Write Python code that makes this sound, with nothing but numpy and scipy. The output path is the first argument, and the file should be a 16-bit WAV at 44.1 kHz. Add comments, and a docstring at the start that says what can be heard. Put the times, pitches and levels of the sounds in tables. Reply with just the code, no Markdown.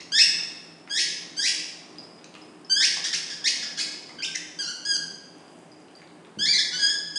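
"""A rubber squeaker toy is squeezed and chewed among young dogs in a bare, hard-floored room.
Air pressure sets its reed beating, and the tube filters the resulting harmonic series; the pitch glides
with the pressure and the tone smears into the room's long reverberation. Claws tick on the floor,
a collar tag jingles in its free modes and a floorboard gives one soft thud. Beneath them lie
ventilation, street noise, the low hum of the building and a faint narrow hiss."""
import sys
import numpy as np
from scipy import signal
from scipy.fft import rfft, irfft
from scipy.io import wavfile
from scipy.ndimage import uniform_filter1d

SR = 44100
rng = np.random.default_rng(int(sys.argv[2]) if len(sys.argv) > 2 else 0)


def materialize(psi):
    """Save the field psi as 16-bit PCM at rate SR to the path in sys.argv[1].

    A 1-D psi becomes a single channel; in a 2-D psi each row is a channel.
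    """
    bounded = np.clip(np.atleast_2d(psi).T, -1, 1)
    quanta = np.round(bounded * 32767).astype(np.int16)
    wavfile.write(sys.argv[1], SR, quanta)


N = 316679

# Single squeezes. Each row: start in seconds, length in seconds, first and last nominal pitch in Hz,
# time constant of the glide in seconds, first and last gain in dB, then the four grip values:
# tilt in dB per partial, second-partial boost in dB, direct gain in dB, hoarseness as a share of pitch.
SQUEEZE_GLIDES = [ (0, 0.012, 2000, 2780, .05, -40, -36, -2.5, -0.5, -2, 0.13),
                  (0.895, .105, 1618, 3364, 0.016, -33, -12.5, 1.5, 0, -10, 0.0092),
                  (1.365, .122, 1543, 3554, .029, -34, -16.5, 2, -1.5, -3.5, 0.0065),
                  (3.039, 0.029, 1724, 1605, 0.06, -25, -41.5, 1, 0.5, -2.5, 0.14),
                  (3.128, 0.029, 1720, 3117, 0.069, -33, -27, 1.5, 0, 2.5, 0.087),
                  (3.299, 0.045, 1700, 1650, 0.088, -37, -50.5, 0.5, -2, 1, 0.069),
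                  (3.44, .048, 1694, 3337, 0.018, -30, -17, 1, 1, 1, .015),
                  (3.625, 0.025, 1700, 1700, .05, -31.5, -49, -1, -4, 0.5, 0.112),
                  (3.772, .036, 1642, 3310, .02, -33, -28.5, 3, 0.3, -5.5, 0.102),
                  (4.185, 0.026, 1588, 1490, 0.0084, -40.5, -49, -5, 2, 1.5, 0.017),
                  (4.221, .033, 2246, 3850, .016, -28.5, -21.5, -2, -3, 1, 0.019),
                  (4.344, 0.018, 2300, 1590, 0.062, -41, -29, -0.3, -9, 4.5, 0.11),
                  (7.156, .028, 1636, 1762, .05, -35, -40, 2.5, 0, 5.5, .004), ]
# Held or chewed squeaks. Each row: the four grip values, then a path whose points give
# time in seconds, nominal pitch in Hz, gain in dB.
CHEW_PATHS = [ (1, 0, 1.6, 0.0038, [(2.696, 1553, -32.5), (2.722, 1566, -27.5), (2.748, 1585, -39),
              (2.765, 1655, -30), (2.8, 1717, -31.5), (2.82, 1845, -29), (2.84, 2350, -25.5),
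              (2.852, 2830, -19.5), (2.86, 3260, -22)]), (0.5, 0.76, 0.48, 0.00516, [(.118, 1549, -30.5),
              (.155, 1720, -24.5), (.174, 1810, -28), (.187, 1885, -27.5), (.197, 2534, -20.5),
              (.217, 2652, -18.5), (.225, 3000, -17.5)]), (1.2, -3, 2, 0.0045, [(4.587, 1595, -34),
              (4.602, 1631, -36.5), (4.635, 1404, -41.5), (4.665, 1375, -43.5), (4.7, 1517, -40.5),
              (4.738, 1400, -56), (4.76, 1524, -48), (4.775, 1527, -46)]),
              (1.5, -5.5, 3.5, 0.005, [(4.85, 1620, -37), (4.868, 1676, -34.5), (4.93, 1618, -35),
              (4.952, 1557, -38.5), (4.972, 1365, -43.5)]), (.6, 4.5, 2.6, 0.0055, [(6.386, 1500, -40.5),
              (6.398, 1588, -37.5), (6.42, 1674, -34), (6.456, 1761, -30), (6.466, 2085, -36),
              (6.49, 2314, -27), (6.523, 2377, -31.5), (6.545, 1972, -32.5), (6.568, 2163, -34.5),
              (6.593, 1659, -32.5), (6.617, 2117, -38)]), (0.6, -2.5, 1.2, 0.0068, [(6.718, 1446, -47.5),
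              (6.75, 1503, -34.5), (6.775, 1560, -41), (6.8, 1676, -32.5), (6.835, 1621, -32.5),
              (6.855, 1662, -30.5), (6.88, 1651, -32), (6.908, 1749, -31), (6.93, 1660, -41),
              (6.95, 1700, -50), (7.04, 1645, -66)]), ]
# Response of the reed's tube and the microphone. Each row: frequency in Hz, gain in dB.
TUBE_RESPONSE = [(1400, -5.5), (2000, 1.5), (2700, -2), (3500, 1.5), (4300, 3.5), (5100, 7.5), (6000, 1),
                 (7500, -9.5), (9500, -16), (11000, -32.5), (13000, -79)]
# Claws striking the floor. Each row: start in seconds, peak level in dB, centre frequency in Hz.
CLAW_STRIKES = [(0.389, -30, 2200), (0.876, -30.5, 1800), (2.163, -51.5, 5960), (2.19, -43.5, 3960),
                (2.212, -46, 2200), (2.2429, -33.5, 5400), (2.341, -36, 3500), (2.3517, -32, 2200),
                (2.805, -30, 1500), (2.97, -29.5, 925), (4.0934, -31, 1940), (5.383, -47, 8000),
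                (5.588, -48, 8500), (5.883, -46, 3300), (5.96, -47, 8000), (5.986, -46, 2000),
                (6.018, -38, 1900), (6.2485, -42, 2500), (6.256, -52.5, 8000), (6.27, -42.5, 1620)]
# Blows on the collar tag. Each row: start in seconds, gain in dB, reference frequency in Hz.
TAG_STRIKES = [(1.9844, -51, 5000), (2.04, -58, 5100), (2.418, -61, 5200), (2.648, -58, 5200),
               (4.0696, -48, 4970), (4.094, -64, 5500), (5.481, -62.5, 4950), (5.718, -61, 5000),
               (5.815, -69.5, 5000), (5.953, -61, 4730), (6.022, -70, 6720)]
# Modes of the tag. Each row: ratio to the reference frequency, gain in dB, T60 in seconds.
TAG_MODES = [(0.976, 8, 0.1), (0.999, 10.5, 0.066), (1.035, -19, .06)]
# Modes of the floorboard. Each row: frequency in Hz, gain in dB, T60 in seconds.
BOARD_MODES = [(159, 0, 0.36), (214, 9, 0.11), (299, 3, .1), (387, -7.5, .08)]
# Reverberation time of the room. 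Each row: frequency in Hz, T60 in seconds.
REVERB_TIMES = [(300, 0.39), (1500, 1.0), (2700, 0.99), (5000, 0.86), (8000, 0.77), (11000, 0.48)]
# Ventilation and street noise. Each row: frequency in Hz, relative spectral density in dB.
HUSH_SPECTRUM = [(35, -33.5), (60, -36), (113, -16.5), (168, -6), (318, 1), (515, -7.5), (816, -6.5),
                 (1320, -14.5), (2850, -20.5), (4820, -31.5), (8910, -26.5), (10400, -34), (11300, -68),
                 (14700, -91.5), (22000, -120)]
# Low hum of the building, plus a faint narrow hiss near 4.8 kHz.
# Each row: centre frequency in Hz, bandwidth in Hz, rms level in dB.
NARROW_BANDS = [(88, 16, -76.5), (168.6, 18, -59.5), (306, 8.1, -58.5), (4780, 350, -74.5)]

REED_REST_HZ, TILT_DB_PER_OCTAVE, CREEP_HZ_PER_S = 1600, 3.5, 1150
CATCH_FLAT, CATCH_S = 0.056, 0.0039  # the reed starts flat by this share, then settles
SWELL_DB, SWELL_S = -4.5, 0.0091  # the tone starts softer, then fills in
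WOBBLE_SHARE, FLUTTER_DB, LEAK_DB, GLIDE_RASP_S = 0.0049, 3, -25.5, 0.002
SHADE_HZ = 6900  # fur and arms in the way dull the toy's direct sound above this
PATTER_DB, PATTER_HZ = -55, 3000
THUD_START_S, THUD_PUSH_S, THUD_GAIN = 6.372, 0.0025, 0.3115
ROOM_DB, ROOM_FILL_S, EARLY_DB, EARLY_T60_S = 0.5, 0.0061, 0.5, 0.095
DOGS_REVERB_DB = -1.5  # the dogs are nearer than the toy
HUSH_DB = -50.5


def squeaker():
    """A beating reed chops the airflow into harmonics. Returns the sound and its direct-path gain."""
    out, direct_gain = np.zeros(N), np.ones(N)
    wobble, rasp, flutter = walk(150), walk(1200), walk(90)
    air_leak = level(band(rng.standard_normal(N), 5600, 3400), LEAK_DB)
    squeaks = [squeeze(*row) for row in SQUEEZE_GLIDES] + [chew(*row) for row in CHEW_PATHS]
    for start_s, hz, db, (tilt_db, second_db, direct_db, hoarseness) in squeaks:
        start = int(start_s * SR)
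        span = np.arange(start, min(start + len(hz), N))
        t = (span - start) / SR
        hz = hz[:len(t)] * (1 - CATCH_FLAT * np.exp(-t / CATCH_S))
        db = db[:len(t)] + SWELL_DB * np.exp(-t / SWELL_S) + FLUTTER_DB * flutter[span]
        tilt_db = tilt_db + TILT_DB_PER_OCTAVE * np.log2(hz / REED_REST_HZ)
        # the faster the pitch is forced to move, the less evenly the reed beats
        glide_rate = np.abs(np.gradient(np.log(hz))) * SR
        roughness = hoarseness + np.minimum(GLIDE_RASP_S * glide_rate, .05)
        jitter = WOBBLE_SHARE * wobble[span] + roughness * rasp[span]
        phase = 2 * np.pi * np.cumsum(hz * (1 + jitter)) / SR
        tone = 0
        for k in range(1, 8):
            partial_db = on_log(k * hz, TUBE_RESPONSE) + tilt_db * (k - 2) + second_db * (k == 2)
            tone += undb(partial_db) * np.sin(k * phase)
        gate = np.clip(np.minimum(t, t[-1] - t) / .003, 0, 1)  # catches and stops in 3 ms
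        out[span] += gate * undb(db) * (tone + air_leak[span])
        direct_gain[span] = undb(direct_db)
    return out, direct_gain


def squeeze(start_s, length_s, first_hz, last_hz, glide_s, first_db, last_db, *grip):
    """Pressure governs the reed: pitch creeps up, then runs exponentially to its end value with level."""
    t = np.arange(int(length_s * SR)) / SR
    glide = np.expm1(t / glide_s) / np.expm1(length_s / glide_s)
    glide_hz = last_hz - first_hz - CREEP_HZ_PER_S * length_s
    hz = first_hz + CREEP_HZ_PER_S * t + glide_hz * glide
    return start_s, hz, first_db + (last_db - first_db) * glide, grip


def chew(*row):
    """The jaws modulate the reed in frequency and amplitude, so the squeak steps and wanders."""
    *grip, path = row
    times, hz, db = np.transpose(path)
    t = np.arange(times[0], times[-1], 1 / SR)
    return times[0], np.interp(t, times, hz), np.interp(t, times, db), grip


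def dogs():
    """Impacts superpose: claws, the tag's modes in a new balance at each blow, light paws, a thud."""
    out = np.zeros(N)
    for start_s, db, hz in CLAW_STRIKES:
        add(out, start_s, claw_tick(hz, db))
    for start_s, db, hz in TAG_STRIKES:
        modes = [(hz * ratio, mode_db + 4.3 * rng.standard_normal(), t60)
                 for ratio, mode_db, t60 in TAG_MODES]
        add(out, start_s, undb(db) * ring(modes))
    for when, softness, pitch in rng.random(size=(110, 3)):
        hz = PATTER_HZ * 2 ** (3 * pitch - 1.5)
        add(out, when * N / SR, claw_tick(hz, PATTER_DB - 3.5 * np.log(softness + .03)))
    add(out, THUD_START_S, floor_thud())
    return out


def claw_tick(hz, db):
    """A brief impact has a wide spectrum: noise round the claw's resonance, over a broad click."""
    burst = rng.standard_normal(1024) * np.exp(-np.arange(1024) / (0.0022 * SR))
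    tick = band(burst, hz, 0.66 * hz) + undb(-11) * band(burst, 3000, 6000)
    return tick * undb(db) / np.abs(tick).max()


def floor_thud():
    """A push drives the floorboard's modes; the recoil that follows cancels the deepest bass."""
    push = np.hanning(int(THUD_PUSH_S * SR))
    force = np.convolve(push / push.sum(), [1, -1])
    return THUD_GAIN * np.convolve(ring(BOARD_MODES), force)


def ring(modes):
    """Free vibration after a blow is a sum of exponentially damped sinusoids."""
    t = np.arange(SR // 2) / SR
    return sum(undb(db - 60 * t / t60) * np.sin(2 * np.pi * hz * t) for hz, db, t60 in modes)


def room(x):
    """Reverberation: reflections build up and decay, lasting longest in the midrange."""
    t = np.arange(SR) / SR
    noise = rng.standard_normal(SR)
    tail = sum(band(noise, hz, hz / 0.88) * undb(-60 * t / on_log(hz, REVERB_TIMES))
               for hz in 80 * 2 ** np.arange(0, 7.6, .5))
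    build_up = 1 - np.exp(-t / ROOM_FILL_S)
    near_walls = 1 + undb(EARLY_DB - 60 * t / EARLY_T60_S)
    response = level(tail * build_up * near_walls, ROOM_DB) / np.sqrt(SR)
    return signal.fftconvolve(x, response)[:N]


def background():
    """Noise bands add incoherently: wavering ventilation and street, a low hum, a faint narrow hiss."""
    hush, swell = 0, walk(4.47)
    for hz in 45 * 2 ** np.arange(0, 8.1, .5):
        db = on_log(hz, HUSH_SPECTRUM) + 1.2 * swell + 1.9 * walk(6)
        hush += undb(db) * band(rng.standard_normal(N), hz, hz / 2.4)
    hum_and_hiss = sum(level(band(rng.standard_normal(N), hz, width), db)
                       for hz, width, db in NARROW_BANDS)
    return level(hush, HUSH_DB) + hum_and_hiss


def undb(db):
    """Amplitude grows tenfold for every 20 dB."""
    return 10 ** (np.asarray(db) / 20)


def level(x, db):
    """Scaling sets the rms level in dB."""
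    return x * undb(db) / np.sqrt(np.mean(x ** 2))


def on_log(hz, table):
    """Interpolation reads a table on a logarithmic frequency axis."""
    freqs, values = np.transpose(table)
    return np.interp(np.log(np.maximum(hz, 1)), np.log(freqs), values)


def band(x, hz, width):
    """A Gaussian window on the spectrum acts as a band-pass filter."""
    freqs = np.arange(len(x) // 2 + 1) * SR / len(x)
    return irfft(rfft(x) * np.exp(-2 * ((freqs - hz) / width) ** 2), len(x))


def walk(rate_hz):
    """Random steps, averaged twice, give a smooth fluctuation."""
    hold = int(SR / rate_hz)
    steps = np.repeat(rng.standard_normal(N // hold + 1), hold)
    return 0.91 * uniform_filter1d(uniform_filter1d(steps, hold), hold)[:N]


def add(out, start_s, x):
    """Superposition: x adds to out from its start time."""
    start = int(start_s * SR)
    out[start:start + len(x)] += x[:N - start]


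def scene():
    """The sound field is the sum of direct sound, reverberation and background."""
    toy, direct_gain = squeaker()
    direct_toy = signal.sosfilt(signal.butter(2, SHADE_HZ, fs=SR, output="sos"), toy * direct_gain)
    impacts = dogs()
    reverberation = room(toy + undb(DOGS_REVERB_DB) * impacts)
    return (direct_toy + impacts + reverberation + background())[None]


def record(dry):
    """The microphone is band-limited: it passes 82 Hz to 11250 Hz."""
    low_cut = signal.sosfilt(signal.butter(5, 82, "high", fs=SR, output="sos"), dry)
    return signal.sosfilt(signal.ellip(12, .2, 90, 11250, fs=SR, output="sos"), low_cut)


dry = scene()
out = record(dry)
materialize(out)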